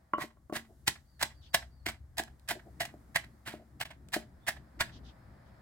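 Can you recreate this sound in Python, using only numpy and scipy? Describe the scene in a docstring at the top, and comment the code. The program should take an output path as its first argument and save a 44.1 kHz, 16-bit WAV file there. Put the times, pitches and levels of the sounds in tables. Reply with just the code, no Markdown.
"""In a small kitchen a wooden pestle pounds moist, fibrous paste in an earthenware mortar, close by.
Three strokes a second each crush the paste in dense random snaps, coloured by the bowl's resonances.
Decaying modes make the thuds and knocks on clay; a softer burst of snaps is the smack as the pestle leaves.
Filtered noise gives soft scrapes, the room's rumble, wash and hiss; a low hum wavers beneath.
Far birds are narrow-band tones: warbling whistles and raspy falling chirps."""
import sys
import numpy as np
from scipy import signal
from scipy.fft import rfft, irfft, next_fast_len
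from scipy.io import wavfile
from scipy.ndimage import uniform_filter1d

SR = 44100
rng = np.random.default_rng(int(sys.argv[2]) if len(sys.argv) > 2 else 0)


def to_wav(sig):
    """Store sig (one row per channel, or 1-D mono) as 16-bit WAV at the path in sys.argv[1].

    Samples outside -1..1 are clipped; the rate is SR.
    """
    pcm = np.clip(np.atleast_2d(sig), -1, 1) * 32767
    pcm = np.round(pcm).astype(np.int16)
    wavfile.write(sys.argv[1], SR, pcm.T)  # frames by channels


N = 247742


def gain_of(db):
    """Level law: decibels to amplitude."""
    return 10 ** (np.asarray(db) / 20)


def evened(x):
    """Normalisation: scales a signal to rms 1."""
    return x / np.sqrt(np.mean(x ** 2) + 1e-20)


def read(points, hz):
    """Interpolation of a spectrum table along a logarithmic frequency axis."""
    f, value = np.transpose(points)
    return np.interp(np.log(hz + 1), np.log(f + 1), value)


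def add(mix, s, sound):
    """Superposition: mixes a sound in from time s."""
    part = mix[max(round(s * SR), 0):][:len(sound)]
    part += sound[:len(part)]


def shaped(x, response):
    """Linear filtering: multiplies the spectrum by a response given as a function of Hz."""
    size = next_fast_len(x.shape[-1] + 4096)
    hz = np.fft.rfftfreq(size, 1 / SR)
    return irfft(rfft(x, size) * response(hz), size)[..., :x.shape[-1]]


def bump(hz, centre, width):
    """Resonance curve of a damped oscillator, with height 1."""
    return 1 / (1 + (2 * (hz - centre) / width) ** 2)


def uneven(depth_db, rate_hz, size=64):
    """Random modulation: a gain wandering mostly below the given rate."""
    t = np.arange(N) / SR
    coarse_t = t[::size]
    count = len(coarse_t)
    hz = np.fft.rfftfreq(count, size / SR)
    slow_spectrum = rfft(rng.standard_normal(count)) / (1 + (hz / rate_hz) ** 4)
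    wander = evened(irfft(slow_spectrum, count))
    return np.interp(t, coarse_t, gain_of(depth_db * np.clip(wander, -2, 2)))


# spectrum of the background noise: frequency_hz, relative_density_db (per Hz)
AIR_SPECTRUM = [(20, -13.5), (40, -3), (70, 8), (140, -6), (240, -9.5), (320, -13), (440, -23.5),
                (650, -20), (1000, -25.5), (1900, -28), (2800, -45), (8000, -40), (16000, -44)]
# course of the background: time_s, then relative levels rumble_db, murk_db (low-mid), wash_db, hiss_db
AIR_COURSE = [(0.0, -70, -70, -74, -86), (0.48, -65.5, -76, -81.5, -86), (0.69, -62.5, -66.5, -78.5, -80),
              (1.17, -64, -73, -78, -82.5), (1.38, -59, -67, -74.5, -82.5), (2.02, -55, -69.5, -77, -85.5),
              (2.8, -62.5, -61, -70, -78.5), (3.94, -63.5, -63.5, -73.5, -84), (4.88, -59, -59.5, -67, -83),
              (5.62, -60.5, -61.5, -65.5, -83.5)]
# partials of the low hum: mean_pitch_hz, relative_level_db
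HUM_PARTIALS = [(64.6, -63), (129.2, -68)]
RUMBLE_SWAY_DB, RUMBLE_SWAY_HZ = 2.2, 6  # the low background rises and falls


def background(rumble_db=-0.5, murk_db=1, wash_db=-0.5, hiss_db=1.5, hum_db=0,
               waver=0.04, width=.2, wash_width=0.81):
    """Broadband room noise: rumble with a frequency-modulated hum, a wash that dips then grows, thin hiss."""
    t = np.arange(N) / SR
    s, *levels = np.transpose(AIR_COURSE)
    rumble, murk, wash, hiss = (gain_of(np.interp(t, s, db)) for db in levels)

    def band(lo_hz, hi_hz, spread):
        """Band-limited noise: a common signal plus an antiphase side signal that widens it."""
        noise = rng.standard_normal((2, N))
        mid, side = shaped(noise, lambda f: gain_of(read(AIR_SPECTRUM, f)) * (f > lo_hz) * (f < hi_hz))
        return evened(mid) + spread * evened(side) * np.array([[1], [-1]])

    bass_hz, low_hz, high_hz = 105, 480, 2700
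    drift = evened(shaped(rng.standard_normal(N), lambda f: 1 / (1 + (f / 4) ** 4)))
    hum = np.zeros(N)
    for hz, db in HUM_PARTIALS:
        phase = 2 * np.pi * np.cumsum(hz * (1 + waver * drift)) / SR
        hum += gain_of(db + hum_db) * np.sqrt(2) * np.sin(phase)
    low = gain_of(rumble_db) * rumble * band(0, bass_hz, width)
    low = low + gain_of(murk_db) * murk * band(bass_hz, low_hz, width)
    low = low + hum * evened(rumble)
    high = gain_of(wash_db) * wash * band(low_hz, 2 * high_hz, wash_width)
    high = high + gain_of(hiss_db) * hiss * band(high_hz, SR, .8)
    lean = gain_of([[1.2], [-1.2]])  # the low part leans left
    return low * uneven(RUMBLE_SWAY_DB, RUMBLE_SWAY_HZ) * lean + high


# pestle knocking on the mortar:
# start_s, relative_level_db, contact_brightness_hz, relative_clay_ringing_db
BARE_KNOCKS = [(.1351, -22, 1510, 12.5), (.182, -24, 780, 9), (.239, -28.5, 495, -19), (.37, -56, 1520, 2),
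               (.4975, -31, 550, 6), (.5251, -20.5, 620, -3.5), (2.940, -35, 643, -20),
               (3.5385, -28.5, 645, -30), (4.1641, -18.5, 895, -25)]
# strokes into the paste, levels relative: contact_s, sinking_s, crush_db, fade_s, clap_db, treble_db,
# thud_db, pocket_hz, pocket_lift_db, throat_hz, throat_lift_db (pocket and throat: air resonances)
PESTLE_STROKES = [ (0.178, .047, -36.5, 0.0084, -52.5, -3.5, -42, 1046, 12, 1950, 6.5),
                  (.526, .041, -35, .011, -45, -0.5, -36, 1120, 7.5, 1950, 3.5),
                  (.864, .015, -30, 0.0058, -21, 6, -29, 890, 4.5, 1824, 8),
                  (1.194, .034, -33.5, 0.0067, -22, -0.5, -30, 1020, 3, 1950, 5),
                  (1.531, 0.014, -35, 0.0057, -17, 2.5, -35.5, 690, 8, 2000, 4.5),
                  (1.856, .009, -31.5, 0.012, -37, -0.5, -24.5, 700, 1.5, 2180, 7),
                  (2.169, .028, -29, 0.0068, -41.5, -0.5, -25.5, 740, 10, 1680, 6),
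                  (2.477, .036, -30, 0.0084, -49, 0.5, -29, 707, 5, 1680, 5),
                  (2.798, .012, -28, .015, -44, -2, -37, 680, 6.5, 1930, 6),
                  (3.146, .014, -28, .009, -20, -5, -42, 722, -3.5, 2012, 8),
                  (3.453, 0.023, -40.5, 0.034, -33, -7, -34, 687, 0.5, 1750, -1),
                  (3.797, .017, -38, .013, -29, -4.5, -46, 770, 1.5, 1885, -3),
                  (4.121, 0.021, -31.5, .019, -45, 0.5, -56, 640, 3.5, 1650, 0.5),
                  (4.466, .021, -26.5, .008, -27.5, -0.5, -39, 716, 5.5, 1767, 7),
                  (4.792, .016, -29.5, .009, -19.5, -6.5, -34, 850, 3.5, 1852, 6.5)]
# the blow reaches the clay through a cushion of paste
THUD_HZ, THUD_RING_DB, THUD_LAG_S = 406, -29.5, 0.0011
ROCK_S, ROCK_DB = 0.028, -14  # the mortar rocks back on the floor


def blows():
    """Impact excitation: the thud of each stroke, its rocking back, and the bare knocks."""
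    for s, sink, _, _, _, _, thud_db, *_ in PESTLE_STROKES:
        yield s + sink + THUD_LAG_S, thud_db, THUD_HZ, THUD_RING_DB
        yield s + sink + ROCK_S, thud_db + ROCK_DB, THUD_HZ, THUD_RING_DB
    yield from BARE_KNOCKS


# modes of the whole mortar, seated on the floor: frequency_hz, relative_level_db, t60_s
BODY_MODES = [(117, -6.5, 0.02), (226, -15.5, 0.28), (325, 2, 0.035), (397, -7, 0.03), (611, -5.5, 0.09),
              (680, 2, 0.024), (850, -17.5, .02)]
# modes of the clay wall: frequency_hz, relative_level_db, t60_s
WALL_MODES = [(1046, -2, 0.039), (1120, -5, 0.098), (1350, -3.5, .035), (1950, -6, 0.016),
              (2880, -18.5, 0.16), (3000, -18.5, 0.098)]


def knocks(level_db=-6, contact_s=0.00066, grit_db=-25, grit_s=0.0038):
    """Modal synthesis: blows ring the mortar; a paste cushion softens contact and mutes the clay wall."""
    t, out = np.arange(SR // 3) / SR, np.zeros(N)
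    for s, db, bright_hz, ring_db in blows():
        modes = BODY_MODES + [(hz, mode_db + ring_db, t60) for hz, mode_db, t60 in WALL_MODES]
        ring = np.zeros(len(t))
        for hz, mode_db, t60 in modes:
            decay = gain_of(mode_db - 60 * t / t60)
            softening = np.hypot(1, (hz / bright_hz) ** 2)
            ring += decay * np.sin(2 * np.pi * hz * t) / softening
        # the rough clay rasps on contact
        grit = gain_of(grit_db) * rng.standard_normal(len(t)) * np.exp(-t / grit_s)
        onset = 1 - np.exp(-t / contact_s)
        add(out, s, gain_of(db + level_db) * (ring + grit) * onset)
    return out


def peak(age, swell_s, fade_s, order=3):
    """Transient envelope: a power-law swell to 1 at age 0, then exponential decay."""
    swell = np.clip(1 + age / (order * swell_s), 0, 1) ** order
    return swell * np.exp(-np.maximum(age, 0) / fade_s)


# coarse pieces that burst on their own: start_s, relative_level_db, fade_s, treble_db
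COARSE_BURSTS = [(0.534, -44.5, 0.0071, 7), (1.213, -32.5, 0.0058, -8.5), (1.886, -33, 0.012, -1.5),
                 (2.172, -41, 0.0038, 15.5), (2.182, -22.5, 0.0028, 17.5), (2.237, -38, 0.0016, 8),
                 (2.396, -58.5, 0.0028, 27), (2.488, -30.5, 0.0073, 18.5), (2.853, -37, .007, 3),
                 (3.246, -39.5, 0.0016, -6), (3.802, -41.5, .004, 3), (3.854, -39, 0.0074, -8),
                 (3.905, -46, 0.013, -13), (4.087, -51, 0.0024, 9)]
BURST_SWELL_S = 0.0005
# pressure steps up as the pestle bites, then grows with depth by this power
PRESSURE_POWER, BITE_DB = 1.41, -21.5
CLAP_SWELL_S, CLAP_FADE_S = 0.0022, 0.0072  # the last juice is driven out as the pestle bottoms
SETTLE_DB, SETTLE_FADE_S, SETTLE_TREBLE_DB = -46, 0.021, 6  # the crushed paste crackles on softly
# the paste lets go of the rising pestle, in proportion to the stroke
SMACK_S, SMACK_DB, SMACK_TREBLE_DB = .081, -27.5, -11.5
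SMACK_SWELL_S, SMACK_FADE_S = .007, 0.012


def squashes(t):
    """Yielding under pressure: strokes crush, clap, settle and let go; pieces burst. Gives treble in dB."""
    for s, sink, crush_db, fade, clap_db, treble_db, *_ in PESTLE_STROKES:
        age = t - s - sink  # time since the pestle bottomed
        depth = np.clip((t - s) / sink, 0, 1)
        pressure = np.maximum(depth ** PRESSURE_POWER, gain_of(BITE_DB) * (t > s))
        crush = pressure * np.exp(-np.maximum(age, 0) / fade)
        yield gain_of(crush_db) * crush, treble_db
        yield gain_of(clap_db) * peak(age, CLAP_SWELL_S, CLAP_FADE_S), treble_db
        yield gain_of(SETTLE_DB) * peak(age, CLAP_SWELL_S, SETTLE_FADE_S), SETTLE_TREBLE_DB
        force = np.hypot(gain_of(crush_db), gain_of(clap_db) / 2)
        smack = peak(age - SMACK_S, SMACK_SWELL_S, SMACK_FADE_S)
        yield force * gain_of(SMACK_DB) * smack, SMACK_TREBLE_DB
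    for s, db, fade, treble_db in COARSE_BURSTS:
        yield gain_of(db) * peak(t - s, BURST_SWELL_S, fade), treble_db


SLIP_DB, SLIP_HZ = 2.0, 80  # the pestle sticks and slips on the fibres, so the crunch is uneven


def paste(snaps_per_s=6000, spread_db=6.0, squelch=0.77, treble_hz=2900, apart=0.5, apart_hz=1500, size=12):
    """Granular noise: snapping fibres and squirting juice, louder as the pestle sinks in, then dying away."""
    t = np.arange(N) / SR
    coarse_t = t[::size]
    power = np.zeros((2, len(coarse_t)))
    for pressure, treble_db in squashes(coarse_t):
        tilt = gain_of(treble_db) ** 2  # power ratio of bright to dull
        power += 2 * np.outer([1, tilt], pressure ** 2) / (1 + tilt)
    dull, bright = (np.interp(t, coarse_t, p) for p in power)

    snap_db = spread_db * np.minimum(rng.exponential(1, N), 3)
    sizes = gain_of(snap_db) * (rng.random(N) < snaps_per_s / SR)
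    snaps = evened(sizes * rng.choice([-1, 1], (2, N)))
    middle, side = snaps + squelch * rng.standard_normal((2, N))
    # the snaps lie all round the pestle, so their treble differs from port to port
    side_treble = shaped(side, lambda hz: hz ** 2 / (hz ** 2 + apart_hz ** 2))
    grain = middle + np.array([[1], [-1]]) * apart * side_treble
    local_rms = np.sqrt(uniform_filter1d((grain ** 2).mean(0), size=260))
    grain *= uneven(SLIP_DB, SLIP_HZ) / local_rms

    def low(hz):
        """Crossover: the share of each frequency in the dull part."""
        return 1 / (1 + (hz / treble_hz) ** 4)

    return shaped(grain * np.sqrt(dull), low) + shaped(grain * np.sqrt(bright), lambda hz: 1 - low(hz))


def ringing(x, colour_db, size=4096):
    """Minimum-phase filtering: spectral peaks ring on after each click."""
    log_gain = np.log(gain_of(colour_db(abs(np.fft.fftfreq(size, 1 / SR)))))
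    taps = np.fft.ifft(np.exp(signal.hilbert(log_gain).conj())).real[:size // 2]
    return signal.oaconvolve(x, taps / np.linalg.norm(taps))[:N]


# spectrum of the paste out of the bowl: frequency_hz, relative_density_db (per Hz)
PASTE_SPECTRUM = [(40, -2), (130, 6), (280, -7), (500, -12), (680, 3), (950, 3.5), (1200, 0.5), (1700, 9.5),
                  (2300, 6), (3500, 2.5), (5800, -5), (9000, -5), (12000, -6.5), (16000, -10.5)]
# air resonances of the bowl: frequency_hz, width_hz, lift_db
BOWL_RESONANCES = [(620, 180, 6), (740, 70, -1), (1650, 120, 0.5), (1950, 57, 2.5), (3080, 420, 1.5),
                   (4110, 250, 4.5), (4930, 330, 4), (6100, 230, 3), (7750, 500, 5.5)]


def bowl_db(hz):
    """Cavity resonance: the colour of the paste, raised or lowered around the bowl's air modes."""
    lift = sum(db * bump(hz, f, width) for f, width, db in BOWL_RESONANCES)
    return read(PASTE_SPECTRUM, hz) + lift


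def bowl(crunch, level_db=1.0, pocket_width_hz=300, throat_width_hz=260, bass_width_hz=700,
         first_bass_db=3, last_bass_db=-4):
    """Cavity tuning: pestle and hand shift the air resonances at each stroke; the bass thins with time."""
    out = np.zeros((2, N))
    ends = [row[0] for row in PESTLE_STROKES[1:]] + [N / SR]
    basses = np.linspace(first_bass_db, last_bass_db, len(PESTLE_STROKES))
    for stroke, end, bass_db in zip(PESTLE_STROKES, ends, basses):
        s, *_, pocket_hz, pocket_db, throat_hz, throat_db = stroke

        def colour(hz):
            """Sum of resonance lifts in dB for this stroke."""
            return (bowl_db(hz) + pocket_db * bump(hz, pocket_hz, pocket_width_hz)
                    + throat_db * bump(hz, throat_hz, throat_width_hz) + bass_db * bump(hz, 0, bass_width_hz))

        for side, sound in zip(out, crunch[:, round(s * SR):round(end * SR)]):
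            add(side, s, ringing(sound, colour))
    return gain_of(level_db) * out


# the pestle scraping softly up the wall as it is drawn out:
# centre_s, relative_level_db, length_s (four standard deviations of the swell)
WALL_SCRAPES = [(0.715, -60.5, 0.068), (2.563, -51, .05), (2.677, -56, 0.059), (3.609, -56, .06)]
SCRAPE_WIDTH_HZ = 130


def scrapes(size=8192):
    """Friction excitation: rubbing stirs the mortar's low modes without striking them."""
    def low_modes(f):
        """Sum of broad resonances at the mortar's modes."""
        return sum(gain_of(db) * bump(f, hz, SCRAPE_WIDTH_HZ) for hz, db, _ in BODY_MODES)

    out = np.zeros(N)
    for s, db, length in WALL_SCRAPES:
        rub = evened(shaped(rng.standard_normal(size), low_modes))
        swell = signal.windows.gaussian(size, length * SR / 4)
        add(out, s - size / SR / 2, gain_of(db) * rub * swell)
    return out


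def radiated(x, corner_hz=140):
    """Radiation efficiency: a small mortar radiates little bass."""
    return signal.sosfilt(signal.butter(2, corner_hz, "high", fs=SR, output="sos"), x)


FLUTTER_DB, FLUTTER_HZ = 2, 45  # every call flutters in level


def call(hz, width_hz, taper):
    """Narrow-band modulation: a tone along the pitch curve hz, blurred by distance."""
    noise = rng.standard_normal((2, SR))
    a, b = shaped(noise, lambda f: bump(f, 0, 2.5 * width_hz) ** 2)[:, :len(hz)]
    carrier = np.exp(2j * np.pi * np.cumsum(hz) / SR)
    tone = evened(((a + 1j * b) * carrier).real)
    flutter = uneven(FLUTTER_DB, FLUTTER_HZ)[:len(hz)]
    return flutter * signal.windows.tukey(len(hz), taper) * tone


# thin wavering whistles, as of a far bird: start_s, length_s, mean_pitch_hz, relative_level_db
BIRD_WHISTLES = [(1.032, 0.26, 4560, -76.5), (1.3, 0.38, 4540, -73.5), (1.677, 0.23, 4550, -77.5),
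                 (3.31, 0.083, 4440, -87), (4.392, 0.22, 3480, -73)]
WARBLE_PER_S, WARBLE_DEPTH, WHISTLE_WIDTH_HZ = 7, 0.03, 180
# raspy falling chirps: start_s, relative_level_db
BIRD_CHIRPS = [(1.396, -62.5), (4.893, -59), (5.02, -60.5), (5.42, -77)]
# bands of a chirp: starting_pitch_hz, width_hz, relative_level_db
RASP_BANDS = [(3800, 750, -5), (5300, 1700, -7.5)]
CHIRP_S, CHIRP_FALL = 0.12, 0.2  # the fall is a fraction of the starting pitch


def birds(whistle_db=-1, chirp_db=2.0):
    """Frequency modulation: far birds give warbling whistles and short falling rasps."""
    out = np.zeros((2, N))
    for side in out:
        for s, length, hz, db in BIRD_WHISTLES:
            t = np.arange(0, length, 1 / SR)
            warble = 1 - WARBLE_DEPTH * np.cos(2 * np.pi * WARBLE_PER_S * t)
            add(side, s, gain_of(db + whistle_db) * call(hz * warble, WHISTLE_WIDTH_HZ, taper=0.53))
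        fall = np.linspace(1, 1 - CHIRP_FALL, int(CHIRP_S * SR))
        for s, db in BIRD_CHIRPS:
            for hz, width_hz, band_db in RASP_BANDS:
                add(side, s, gain_of(db + band_db + chirp_db) * call(hz * fall, width_hz, taper=1.0))
    return out


# level difference of the two microphone ports: frequency_hz, left_minus_right_db (before skew)
PORT_LEVELS = [(100, 2), (400, 2.5), (620, 4.5), (760, -4), (1000, -0.5), (1350, -2), (1700, -9.5),
               (2050, -7.5), (2800, 1), (4200, 1), (5000, 1.5), (7700, -2.5), (11000, 3.5), (15000, 5.5)]
# phase difference of the two ports: frequency_hz, left_lead_rad
PORT_PHASES = [(100, 0.36), (680, 0.35), (900, 1), (1400, 0.73), (2000, 0.63), (3000, 2.56), (5000, 1.5),
               (7500, 1.6), (15000, 1.2)]


def ports(x, skew=0.98):
    """Interchannel difference: the near mortar reaches two microphone ports in unlike colour and phase."""
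    def response(hz):
        """Complex gain of each port, with mean power kept at 1."""
        pair = gain_of(np.outer([.5, -.5], skew * read(PORT_LEVELS, hz)))
        phase = np.outer([.5, -.5], read(PORT_PHASES, hz))
        return pair / np.sqrt((pair ** 2).mean(0)) * np.exp(1j * phase)
    return shaped(x, response)


# decay of the kitchen: frequency_hz, t60_s
KITCHEN_DECAY = [(100, 0.19), (500, 0.22), (2000, 0.17), (6000, 0.2), (15000, 0.13)]


def kitchen(x, wet_db=-14, early_db=-12, early_s=0.0011, gap_s=0.0075, mono_hz=700):
    """Reverberation: quick scatter off floor and dishes, then a short tail whose bass is alike in both sides."""
    t = np.arange(SR // 2) / SR
    taps = rng.standard_normal((2, len(t))) * (rng.random((2, len(t))) < .2)  # sparse random echoes
    hz, age, z = signal.stft(taps, SR, nperseg=256)
    same = (1 / (1 + (hz / mono_hz) ** 2))[:, None]
    z[1] = same * z[0] + np.sqrt(1 - same ** 2) * z[1]
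    decay = gain_of(-60 * age / read(KITCHEN_DECAY, hz)[:, None])
    tail = signal.istft(z * decay, SR, nperseg=256)[1][:, :len(t)]
    tail *= 1 - np.exp(-(t / gap_s) ** 2)
    # reversing the taps in time gives the early scatter its own pattern
    early = shaped(taps[:, ::-1] * np.exp(-t / early_s), lambda f: f ** 2 / (f ** 2 + 1500 ** 2))
    room = np.zeros((2, len(t)))
    for db, echoes in [(wet_db, tail), (early_db, early)]:
        room += gain_of(db) * echoes / np.linalg.norm(echoes, axis=1, keepdims=True)
    return x + signal.fftconvolve(x, room, axes=1)[:, :N]


# the level dips briefly: centre_s, half_length_s, level_db
LEVEL_DIP = (3.844, 0.0061, -18)


def scene(count=3):
    """Superposition: successive strokes take turns through a few random echo patterns of the room."""
    t = np.arange(N) / SR
    mortar = ports(bowl(paste())) + ports(radiated(knocks() + scrapes()), skew=1.0)
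    stroke = np.searchsorted([row[0] for row in PESTLE_STROKES], t)
    heard = sum(kitchen(mortar * (stroke % count == k)) for k in range(count))
    s, half_length, db = LEVEL_DIP
    dip = gain_of(db * np.exp(-((t - s) / half_length) ** 4))
    return (heard + background() + birds()) * dip


def record(dry):
    """Band limitation: a linear-phase low-pass at 16.1 kHz ends the recorder's range."""
    taps = signal.firwin(511, 16100, window=("kaiser", 9), fs=SR)
    return signal.oaconvolve(dry, taps[None], "same")


dry = scene()
out = record(dry)
to_wav(out)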